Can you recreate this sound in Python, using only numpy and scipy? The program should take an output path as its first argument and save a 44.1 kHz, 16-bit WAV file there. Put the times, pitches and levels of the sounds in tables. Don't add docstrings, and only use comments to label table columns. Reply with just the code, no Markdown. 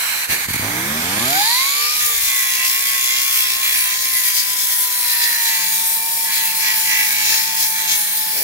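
import sys
import numpy as np
from scipy import signal
from scipy.fft import rfft, irfft
from scipy.io import wavfile
from scipy.ndimage import uniform_filter1d

SR = 44100
rng = np.random.default_rng(int(sys.argv[2]) if len(sys.argv) > 2 else 0)


def generate_wav(signal):
    frames = np.transpose(np.atleast_2d(signal))
    scaled = np.clip(frames, -1, 1) * 32767
    pcm = np.round(scaled).astype(np.int16)
    wavfile.write(sys.argv[1], SR, pcm)


N = 371763
T = np.arange(N) / SR
BINS = np.fft.rfftfreq(N, 1 / SR)
VANES = 5
TURNS_PER_LAP = 3.4
FADE_S = 0.021

# (frequency [Hz], lead [rad])
PORT_PHASE = [(40, -1), (300, 0.56), (700, 1), (1050, 0.5), (1350, 3.5), (2000, 5), (2650, 4), (4000, 4.5),
              (4900, 4.5), (5300, 0.1), (7200, 1), (10500, 2), (14500, 1.6), (16000, -4)]
# (frequency [Hz], left minus right [dB])
PORT_BALANCE = [(400, 0.5), (1050, -8), (1300, 1), (1900, -10), (2650, -2), (3300, 4.5), (3950, -5),
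                (4700, 3.5), (6600, 8), (8500, -5), (9700, -5), (11800, 9.5), (13500, -4.5), (15500, 14)]
# (frequency [Hz], left minus right [dB])
FREE_BALANCE = [(60, -1), (99, 5), (160, -11), (270, 6), (450, -2), (740, -0.5), (1220, -8), (2010, -8.5),
                (3330, -4), (5500, 3.5), (9080, -2.5), (15000, -2)]
# (time [s], level [dB])
PUTTER_LEVEL = [(.61, -27.5), (.7, -29), (.89, -30), (1.23, -25.5), (1.38, -33), (1.51, -59), (1.7, -73)]
# (time [s], level [dB])
FREE_RUN_LEVEL = [(.7, -48), (1.0, -28), (1.2, -21.5), (1.4, -17.5), (1.6, -16.5), (1.9, -17), (2.0, -18),
                  (2.15, -29), (2.4, -48)]
# (time [s], relative level [dB])
PRESSURE = [(2.0, 1), (2.18, 0.5), (2.45, 3), (2.65, 3), (2.76, -1.5), (2.9, 1.5), (3.25, 2), (3.48, 2.5),
            (3.6, -2.5), (3.74, 4.5), (3.86, 2.5), (4.01, -2.5), (4.18, 0.5), (4.4, -1.5), (4.75, -3),
            (4.97, -6.5), (5.11, 1.5), (5.3, -1.5), (5.62, 2), (5.79, -6), (6.0, -9.5), (6.2, -11),
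            (6.32, 2.5), (6.57, -3.5), (6.67, 7.5), (6.81, -2.5), (6.93, 7), (7.1, 1.5), (7.33, 3.5),
            (7.5, -0.5), (7.62, -2.5), (7.73, -5.5), (7.92, 0), (8.04, -8), (8.43, -9)]
# (time [s], looseness [0-1])
LIGHT_TOUCH = [(1.9, 0.15), (2.2, 0.3), (2.8, 0.67), (3.3, 0.74), (4.1, 0.46), (4.5, 0.2)]


def gain_of(db):
    return 10 ** (np.asarray(db) / 20)


def evened(x):
    return x / np.sqrt(np.mean(x ** 2) + 1e-20)


def read(points, hz):
    f, value = np.transpose(points)
    return np.interp(np.log(hz + 1), np.log(f + 1), value)


def curve(rows):
    return np.interp(T, *np.transpose(rows))


def level(rows):
    start = rows[0][0]
    fade = np.clip((T - start) / FADE_S + 0.5, 0, 1) if start > FADE_S else 1
    return fade * gain_of(curve(rows))


def bumps(rows):
    return sum(db * np.cos(np.pi * np.clip((T - s) / length, -0.5, 0.5)) ** 2 for s, db, length in rows)


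def drift(rate):
    knots = signal.resample(rng.standard_normal(round(2 * rate * N / SR) + 2), 8192)
    return evened(np.interp(T, np.linspace(0, T[-1], len(knots)), knots))


def resonance(hz, width):
    return 1 / (1 + ((BINS - hz) / (0.5 * width)) ** 2)


def port_lag(hz):
    return read(PORT_PHASE, hz) * np.array([[0], [1]])


def ports(pair, colour, balance):
    # (frequency [Hz], likeness [0-1])
    likeness = [(60, 0.69), (300, 0.72), (900, 0.73), (1300, 0.31), (2100, 0.41), (2650, 0.59),
                (3400, 0.25), (6500, 0.045), (15000, 0.094)]
    a, b = rfft(pair)
    same = np.clip(read(likeness, BINS), 0, 1)
    lean = gain_of(read(balance, BINS))
    right = (same * a + np.sqrt(1 - same ** 2) * b) * np.exp(-1j * read(PORT_PHASE, BINS))
    return evened(irfft(np.array([a * lean, right]) * colour / np.hypot(1, lean), N))


def at_ports(rows, hz):
    rows = np.array(rows)
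    return gain_of([read(rows[:, [0, 1]], hz), read(rows[:, [0, 2]], hz)])


def shifting(pair, depth_db, size=26):
    z = signal.stft(pair, nperseg=1024, noverlap=768)[2]
    field = rng.standard_normal(z.shape)
    for _ in range(2):
        field = uniform_filter1d(field, size=size, axis=2)
        field = uniform_filter1d(field, size=9, axis=1)
    field = evened(field + 0.5 * field[::-1])
    return signal.istft(z * gain_of(depth_db * field), nperseg=1024, noverlap=768)[1][:, :N]


def swells(rows, drive):
    out = np.zeros((2, N))
    heard = rfft(ports(drive, 1, PORT_BALANCE))
    shapes = {(hz, width) for _, hz, width, _, _ in rows}
    tones = {(hz, width): irfft(heard * resonance(hz, width), N) for hz, width in shapes}
    for s, hz, width, db, length in rows:
        during = abs(T - s) < length / 2
        window = np.cos(np.pi * (T[during] - s) / length)
        swell = evened(tones[hz, width][:, during] * window)
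        out[:, during] += gain_of(db) * swell * np.sqrt(np.mean(window ** 2))
    return out


def partial(turns, speed, order):
    return np.sqrt(2) * np.sin(2 * np.pi * order * turns - port_lag(order * speed))


def splice(laps, width=0.1):
    return np.exp(-((laps % 1 - 0.5) / width) ** 2)


def grit(laps, repeat, grain_db, throb):
    size, change_hz = 700, 0.3
    pattern = np.zeros((2, N))
    for channel in pattern:
        wear = 2 * np.pi * change_hz * T + drift(0.5) / 2
        for weight in (np.cos(wear), np.sin(wear)):
            loop = signal.resample(rng.standard_normal(size), 4 * size)
            channel += weight * np.interp(laps % 1, np.arange(len(loop)) / len(loop), loop)
    fresh = rng.standard_normal((2, N)) * gain_of(grain_db * np.minimum(rng.exponential(1, N), 4.2))
    share = np.clip(repeat, 0, 1)
    strikes = np.sqrt(share) * evened(pattern) + np.sqrt(1 - share) * evened(fresh)
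    return strikes * (1 + throb * splice(laps))


def rotor_speed():
    # (time [s], speed [turns/s])
    speed_course = [(.6, 48), (.7, 57.5), (.85, 67.5), (1.0, 80), (1.1, 92), (1.2, 112), (1.3, 137.0),
                    (1.6, 210.2), (1.72, 227.8), (1.96, 245.4), (2.05, 243.0), (2.26, 221.2), (2.62, 208.9),
                    (2.89, 220.4), (3.01, 214.4), (3.31, 217.3), (3.43, 209.8), (3.67, 215.0),
                    (3.88, 203.1), (4.09, 211.4), (4.24, 203.9), (4.93, 199.4), (5.65, 178.8),
                    (6.13, 182.2), (7.27, 173.4), (7.36, 178.1), (7.81, 177.5), (8.02, 169.8),
                    (8.26, 175.5), (8.41, 171.3)]
    wobble, hand_wobble = 0.000992, 0.002
    return curve(speed_course) * (1 + wobble * drift(20) + hand_wobble * drift(4))


def rumble(laps):
    # (frequency [Hz], relative level [dB])
    rumble_tone = [(20, -24), (40, -17), (62, 1), (100, -8.5), (200, 2.5), (330, -6.5), (450, 2), (620, -5),
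                   (900, 0), (1600, -18)]
    rumble_db, beat_db = -51, -54
    shake = ports(rng.standard_normal((2, N)), gain_of(read(rumble_tone, BINS)), PORT_BALANCE)
    beat = curve(LIGHT_TOUCH) * np.sqrt(2) * np.sin(2 * np.pi * laps)
    return gain_of(rumble_db + 0.47 * drift(25)) * shake + gain_of(beat_db + 2.0 * drift(10)) * beat


def air():
    # (time [s], level [dB])
    air_level = [(0.0, -20), (.45, -21), (.6, -21), (.85, -21), (1.1, -21), (1.4, -22.5), (2.0, -27.5),
                 (2.3, -29.5)]
    # (frequency [Hz], relative level [dB])
    air_tone = [(40, -26), (150, -21.5), (400, -19.5), (750, -11), (1300, -6), (1750, 0.5), (2000, -1),
                (2280, 2.5), (2600, -4), (4200, -5), (5400, -8), (7900, -8.5), (10800, -8), (13000, -5.5),
                (15600, -12)]
    # (time [s], change [dB], length [s])
    feathering = [(.275, -8.5, 0.052), (.325, 5.5, 0.1), (.473, -8, 0.037)]
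    sputter = bumps([(0.554, 2, 0.11)]) * drift(50.9)
    flow = level(air_level) * gain_of(bumps(feathering) + sputter)
    hiss = shifting(rng.standard_normal((2, N)), depth_db=2.4, size=60)
    hiss = ports(hiss, gain_of(read(air_tone, BINS)), FREE_BALANCE)
    whistle = swells([(0.011, 7900, 1100, -31, 0.58)], rng.standard_normal((2, N)))
    return flow * hiss + whistle


def knocks_and_growl():
    # (time [s], centre [Hz], width [Hz], level [dB], length [s])
    low_swells = [(.315, 100, 220, -41, 0.075), (.35, 400, 700, -37, 0.18), (.58, 110, 240, -37.5, 0.33),
                  (2.04, 75.5, 90, -45, 0.085), (2.22, 80, 90, -45.5, 0.19), (7.35, 65.6, 50, -51, 0.12),
                  (7.32, 517, 200, -46, 0.14), (7.6, 65, 50, -51, 0.13), (8.41, 477, 330, -37.5, 0.19)]
    return swells(low_swells, rng.standard_normal((2, N)))


def putter(turns, speed):
    # (level [dB]), one entry a vane
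    vane_db = [-1, -26, -5.5, -38, -20]
    # (time [s], level relative to cough_db [dB])
    coughs = [(0.297, -8), (.484, 0), (.504, 0), (.543, 1.5), (.56, 0), (.594, 2)]
    # (frequency [Hz], relative level [dB])
    puff_tone = [(30, -20), (55, -4), (100, 6), (160, 0.5), (240, 3.5), (330, -2), (420, -4.5), (560, -7.5),
                 (720, -7), (1000, -9), (1400, -4.5), (2000, -8), (2600, -11), (4000, -32)]
    # (frequency [Hz], left minus right [dB])
    puff_balance = [(300, 0.5), (900, -6), (1900, -13)]
    unevenness, leak = 0.2, 0.38
    cough_db, cough_s = -30, 0.00049
    smear = 0.589
    scatter_hz, scatter_s = 900, 0.004

    vane = np.floor(VANES * turns).astype(int)
    passing = np.diff(vane, prepend=vane[0])
    puffs = passing * gain_of(vane_db)[vane % VANES] * (1 + unevenness * drift(29.9))
    puffs = level(PUTTER_LEVEL) * (evened(puffs / np.sqrt(speed)) + leak * rng.standard_normal(N))
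    for s, db in coughs:
        puffs += gain_of(cough_db + db) * np.exp(-((T - s) / cough_s) ** 2)

    echoes = rng.standard_normal((2, N)) * np.exp(-T / scatter_s)
    echoes = rfft(echoes) / np.linalg.norm(echoes[0])
    direct = 1 / (1 + (BINS / scatter_hz) ** 8)
    paths = np.sqrt(direct) * np.exp(-1j * smear * np.sqrt(BINS)) + np.sqrt(1 - direct) * echoes
    lean = gain_of(read(puff_balance, BINS))
    heard = np.array([lean, np.exp(-1j * read(PORT_PHASE, BINS))]) * np.sqrt(2) / np.hypot(1, lean)
    return irfft(rfft(puffs) * evened(gain_of(read(puff_tone, BINS))) * paths * heard, N)


def buzz(turns, speed):
    buzz_db, fall_db, flicker_db = -12, 0.45, 3.0
    low_hz = 480
    fan = 0
    for order in range(6, 21):
        gain = gain_of(flicker_db * drift(12) - fall_db * order)
        tone = partial(turns + rng.random(), speed, order)
        fan = fan + gain * tone / (1 + (low_hz / (order * speed)) ** 4)
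    return gain_of(buzz_db) * level(PUTTER_LEVEL) * fan


def free_belt(laps):
    # (frequency [Hz], relative level [dB])
    free_tone = [(100, -39), (600, -28), (1400, -19), (2400, -2.5), (3100, -4), (4100, -1), (5300, -5),
                 (6200, -4), (6900, -0.5), (7600, -9.5), (10000, -6.5), (12800, -2.5), (14500, -10),
                 (15600, -10)]
    # (time [s], share of the free-running level)
    slack = [(1.25, .11), (1.4, 0.33), (1.62, 0.19), (1.8, .007)]
    drive = grit(laps, repeat=0.68, grain_db=2.5, throb=0.43)
    rush = ports(shifting(drive, depth_db=3.0), gain_of(read(free_tone, BINS)), FREE_BALANCE)
    slaps = rng.standard_normal((2, N)) * splice(laps, width=0.04) * gain_of(2 * drift(25))
    slaps = ports(slaps, resonance(4100, 1380), FREE_BALANCE)
    return level(FREE_RUN_LEVEL) * (rush + curve(slack) * slaps)


def singing(laps):
    # (multiple of the lap rate, relative level [dB])
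    belt_notes = [(20, 7), (21, -4), (22, -2), (23, -5), (24, 2.5), (25, 1.5), (26, -3), (27, 2), (28, -5),
                  (29, 0), (30, -3), (31, -1), (32, 7.5), (33, 3.5), (34, 4), (35, 3), (36, -8), (37, 6),
                  (38, -0.5), (39, -2.5), (40, -7), (41, -9), (42, -1), (43, -2), (44, 5), (45, -1.5),
                  (46, -10), (47, -4), (48, -2), (49, -10), (50, 4), (51, 1), (52, -13), (53, -9),
                  (54, 6.5), (55, -0.5), (56, -13), (57, -13), (58, -8)]
    # (time [s], multiple of the lap rate, rise [dB], length [s])
    flares = [(1.78, 37, 8, 0.66), (1.82, 38, 23, 0.66), (1.98, 48, 11, .45), (2.42, 31, 14.5, 0.78),
              (2.394, 33, 10, 0.45), (2.912, 31, 15.5, 0.54), (2.95, 55, 6.5, 0.92),
              (3.162, 33, 10.5, 0.63), (3.5, 43, 5, 0.6), (3.617, 54, 6.5, 0.8), (3.78, 38, 6, 0.5),
              (3.78, 39, 6, .35), (4.153, 33, 11, .4), (4.2, 32, 4.5, .5), (5.22, 32, 7, 1),
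              (5.352, 35, 11, 0.37), (6.0, 44, 9, 0.97), (6.695, 37, 8.5, 0.16), (6.914, 37, 4, .3),
              (6.95, 38, 7, .25), (7.122, 44, 11, 0.47), (7.8, 44, 6, 0.7)]
    # (frequency [Hz], left gain [dB], right gain [dB])
    sing_tone = [(1100, -62, -58.5), (1300, -65, -57.5), (1540, -56, -52), (1610, -51, -44.5),
                 (1660, -60, -46.5), (1730, -49, -45), (1860, -54, -46.5), (1970, -57, -42),
                 (1980, -57, -44), (2080, -64, -46.5), (2180, -54, -46.5), (2260, -45, -41),
                 (2280, -46, -42), (2420, -40.5, -43.5), (2380, -55, -45), (2610, -49, -63),
                 (2810, -43, -41), (2740, -42.5, -50), (2950, -62, -60), (3220, -64, -46), (3220, -57, -39),
                 (3270, -45.5, -50), (3540, -50, -42), (3800, -56, -59), (4200, -66, -66)]
    sing_db, free_db, follow = 1.5, 9.0, 0.93
    swell_db, flutter_db, wander = 1.5, 3.0, 0.035
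    firm_pulse, loose_pulse = 0.18, 0.99

    notes = np.zeros(N)
    slip = wander * drift(25) / belt_notes[len(belt_notes) // 2][0]
    for order, db in belt_notes:
        flare_db = bumps([(s, rise, length) for s, note, rise, length in flares if note == order])
        gain = gain_of(db + flare_db + flutter_db * drift(9))
        notes += gain * np.sin(2 * np.pi * (order * (laps + slip) + rng.random()))
    drive = level(PRESSURE) ** follow + gain_of(free_db) * level(FREE_RUN_LEVEL)
    drive = drive * gain_of(sing_db + swell_db * drift(12))
    pulse = firm_pulse + loose_pulse * curve(LIGHT_TOUCH)
    notes *= np.sqrt(2) * drive * (1 + pulse * (splice(laps, width=0.18) - 0.35))
    panel = at_ports(sing_tone, BINS) * np.exp(-1j * port_lag(BINS))
    return irfft(rfft(notes) * panel, N)


def motor(turns, speed):
    # (time [s], level [dB])
    whine_level = [(1.26, -31), (1.31, -22), (1.41, -23.5), (1.7, -27), (2.0, -30.5), (2.2, -34.5),
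                   (4.7, -38.5), (5.4, -35.5), (8.43, -35.5)]
    # (frequency [Hz], left gain [dB], right gain [dB])
    whine_tone = [(620, -9, -9), (690, -10, -2), (830, 6.5, 4), (860, -9.5, -5), (881, 0, -1),
                  (982, -6.5, 2), (1024, -1, -4), (1110, -4.5, -0.5), (1103, -7, -12), (1183, -4, 2),
                  (1200, -30, 2.5), (1236, -5, -1)]
    # (multiple of the rotor speed, level relative to the whine [dB])
    overtones = [(4, -24), (6, -19.5), (7, -22), (10, -6)]
    # (multiple of the rotor speed, centre [Hz], width [Hz], level [dB])
    hums = [(1, 175.7, 9.7, -54), (2, 473, 14.4, -47.5), (2, 424, 160, -60.5), (2, 311, 17, -36.5),
            (3, 231, 28, -32.5), (4, 700, 32, -60), (5, 320, 46, -31)]
    waver_db, sway_db, overtone_waver_db, octave_db = 1.0, 1.5, 3.0, -35

    sway = gain_of(sway_db * np.array([drift(5.4), drift(6.5)]))
    whine = partial(turns, speed, VANES) * at_ports(whine_tone, VANES * speed)
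    whine = whine * sway * gain_of(waver_db * drift(25))
    for order, db in overtones:
        whine += partial(turns, speed, order) * gain_of(db + overtone_waver_db * drift(25))
    hum = 0
    for order, hz, width, db in hums:
        answer = 1 / (1 + ((order * speed - hz) / width) ** 4) ** 2
        hum = hum + gain_of(db + 1.1 * drift(20)) * partial(turns, speed, order) * answer
    octave = gain_of(octave_db + overtone_waver_db * drift(29.9)) * partial(turns, speed, 2 * VANES)
    octave = octave * np.sqrt(bumps([(1.57, 1, 0.95)]))
    return level(whine_level) * whine + octave + hum


def swells_and_rings(laps):
    # (time [s], centre [Hz], width [Hz], level [dB], length [s])
    tool_swells = [(1.54, 4030, 500, -23.5, 0.45), (2.65, 2180, 1100, -31, 0.081),
                   (4.195, 6730, 130, -27, 0.077), (5.1, 3940, 250, -33, .06), (5.24, 3900, 250, -32, 0.09),
                   (5.27, 4090, 100, -29, 0.91), (5.33, 1870, 330, -27, 0.38),
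                   (5.48, 3960, 300, -27, 0.069), (6.96, 1990, 91, -24.5, 0.28),
                   (7.31, 5600, 1100, -24, 0.19), (7.33, 1760, 220, -26, 0.093)]
    # (time [s], level [dB], length [s])
    panel_rings = [(2.63, -26, .14), (3.473, -32, .22), (3.88, -34, .16), (4.4, -44, .12), (5.209, -32, .2),
                   (5.54, -31, 0.17), (6.474, -32, .13), (6.995, -31, 0.15), (7.29, -30, .2),
                   (7.923, -31, .12)]
    panel_hz, panel_width_hz = 2664, 116
    rings = [(s, panel_hz, panel_width_hz, db, length) for s, db, length in panel_rings]
    return swells([*tool_swells, *rings], grit(laps, repeat=0.63, grain_db=0.0, throb=0.19))


def grinding(laps):
    # (frequency [Hz], relative level [dB])
    ring_tone = [(500, -39), (750, -29), (1200, -21), (1500, -9), (1950, 0.5), (2280, 2), (2480, 3),
                 (2680, 1), (2950, -7), (3400, -39)]
    rasp_tone = [(2000, -30.5), (2950, -15), (3350, -5.5), (3700, -8.5), (4000, -4.5), (4400, -6),
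                 (5300, -4.5), (5900, -7), (6600, -3), (7500, -9), (9000, -17)]
    fizz_tone = [(5500, -42), (7500, -9.5), (8500, -4.5), (9800, -1.5), (10600, -1), (11700, 0),
                 (13200, -0.5), (15600, -2.5)]
    # (time [s], level before fizz_db is added [dB])
    fizz_level = [(1.95, -28), (2.06, -18.5), (2.22, -21.5), (2.97, -23), (3.19, -25.5), (3.37, -20.5),
                  (3.46, -24), (3.87, -22), (3.96, -26.5), (4.28, -20), (4.32, -23), (4.38, -18),
                  (4.44, -23), (4.81, -19.5), (4.84, -21), (5.22, -21), (5.83, -23), (5.87, -21),
                  (6.41, -23.5), (6.44, -18.5), (6.53, -24.5), (6.58, -19.5), (6.67, -24), (6.76, -20),
                  (6.94, -25.5), (7.0, -22.5), (7.41, -23.5), (7.5, -26.5), (7.54, -22), (7.68, -21),
                  (7.77, -25.5), (7.84, -24), (7.98, -20.5), (8.04, -25), (8.13, -23), (8.4, -23)]
    # (time [s], rise of the rasp [dB], length [s])
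    snags = [(2.05, 1, 0.1), (2.27, 2.5, 0.14), (2.64, 1, 0.073), (4.385, 6.5, 0.125), (4.61, 1.5, 0.11),
             (4.73, 3, .08), (5.1, 2, 0.07), (5.24, 5.5, 0.089), (5.49, 4.5, 0.081), (5.62, 2.5, 0.062),
             (7.32, 3.5, 0.35), (7.63, 6.5, 0.15), (7.92, 7, 0.13)]
    ring_db, rasp_db, fizz_db = -32.0, -22.5, 4.5
    rasp_follow = 0.36
    snag_ring, snag_fizz = 0.25, 0.061
    firm_throb, loose_throb = 0.1, 0.62
    fizz_waver_db, unsteady_db, flicker_db = 0.5, 0.72, 0.5

    throb = firm_throb + loose_throb * curve(LIGHT_TOUCH)
    snag_db = bumps(snags)
    ring = shifting(grit(laps, repeat=0.38, grain_db=7.0, throb=throb), depth_db=1.5)
    rasp = shifting(grit(laps, repeat=0.47, grain_db=2.5, throb=throb), depth_db=2.1)
    fizz = shifting(grit(laps, repeat=0.25, grain_db=3.5, throb=throb), depth_db=2.0, size=18)
    ring_gain = level(PRESSURE) * gain_of(ring_db + snag_ring * snag_db)
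    rasp_gain = level(PRESSURE) ** rasp_follow * gain_of(rasp_db + snag_db)
    fizz_gain = level(fizz_level) * gain_of(fizz_db + snag_fizz * snag_db + fizz_waver_db * drift(7))
    sound = ring_gain * ports(ring, gain_of(read(ring_tone, BINS)), PORT_BALANCE)
    sound += rasp_gain * ports(rasp, gain_of(read(rasp_tone, BINS)), PORT_BALANCE)
    sound += fizz_gain * ports(fizz, gain_of(read(fizz_tone, BINS)), PORT_BALANCE)
    return sound * gain_of(unsteady_db * drift(10) + flicker_db * drift(60))


def scene():
    speed = rotor_speed()
    turns = np.cumsum(speed) / SR
    laps = turns / TURNS_PER_LAP
    start = rumble(laps) + air() + knocks_and_growl() + putter(turns, speed) + buzz(turns, speed)
    running = free_belt(laps) + singing(laps) + motor(turns, speed)
    return start + running + swells_and_rings(laps) + grinding(laps)


def record(dry):
    rounded = dry / (1 + (dry / 0.85) ** 6) ** (1 / 6)
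    edge = signal.firwin(801, 15800, window=("kaiser", 9), fs=SR)
    return signal.oaconvolve(rounded, edge[None], "same")


dry = scene()
out = record(dry)
generate_wav(out)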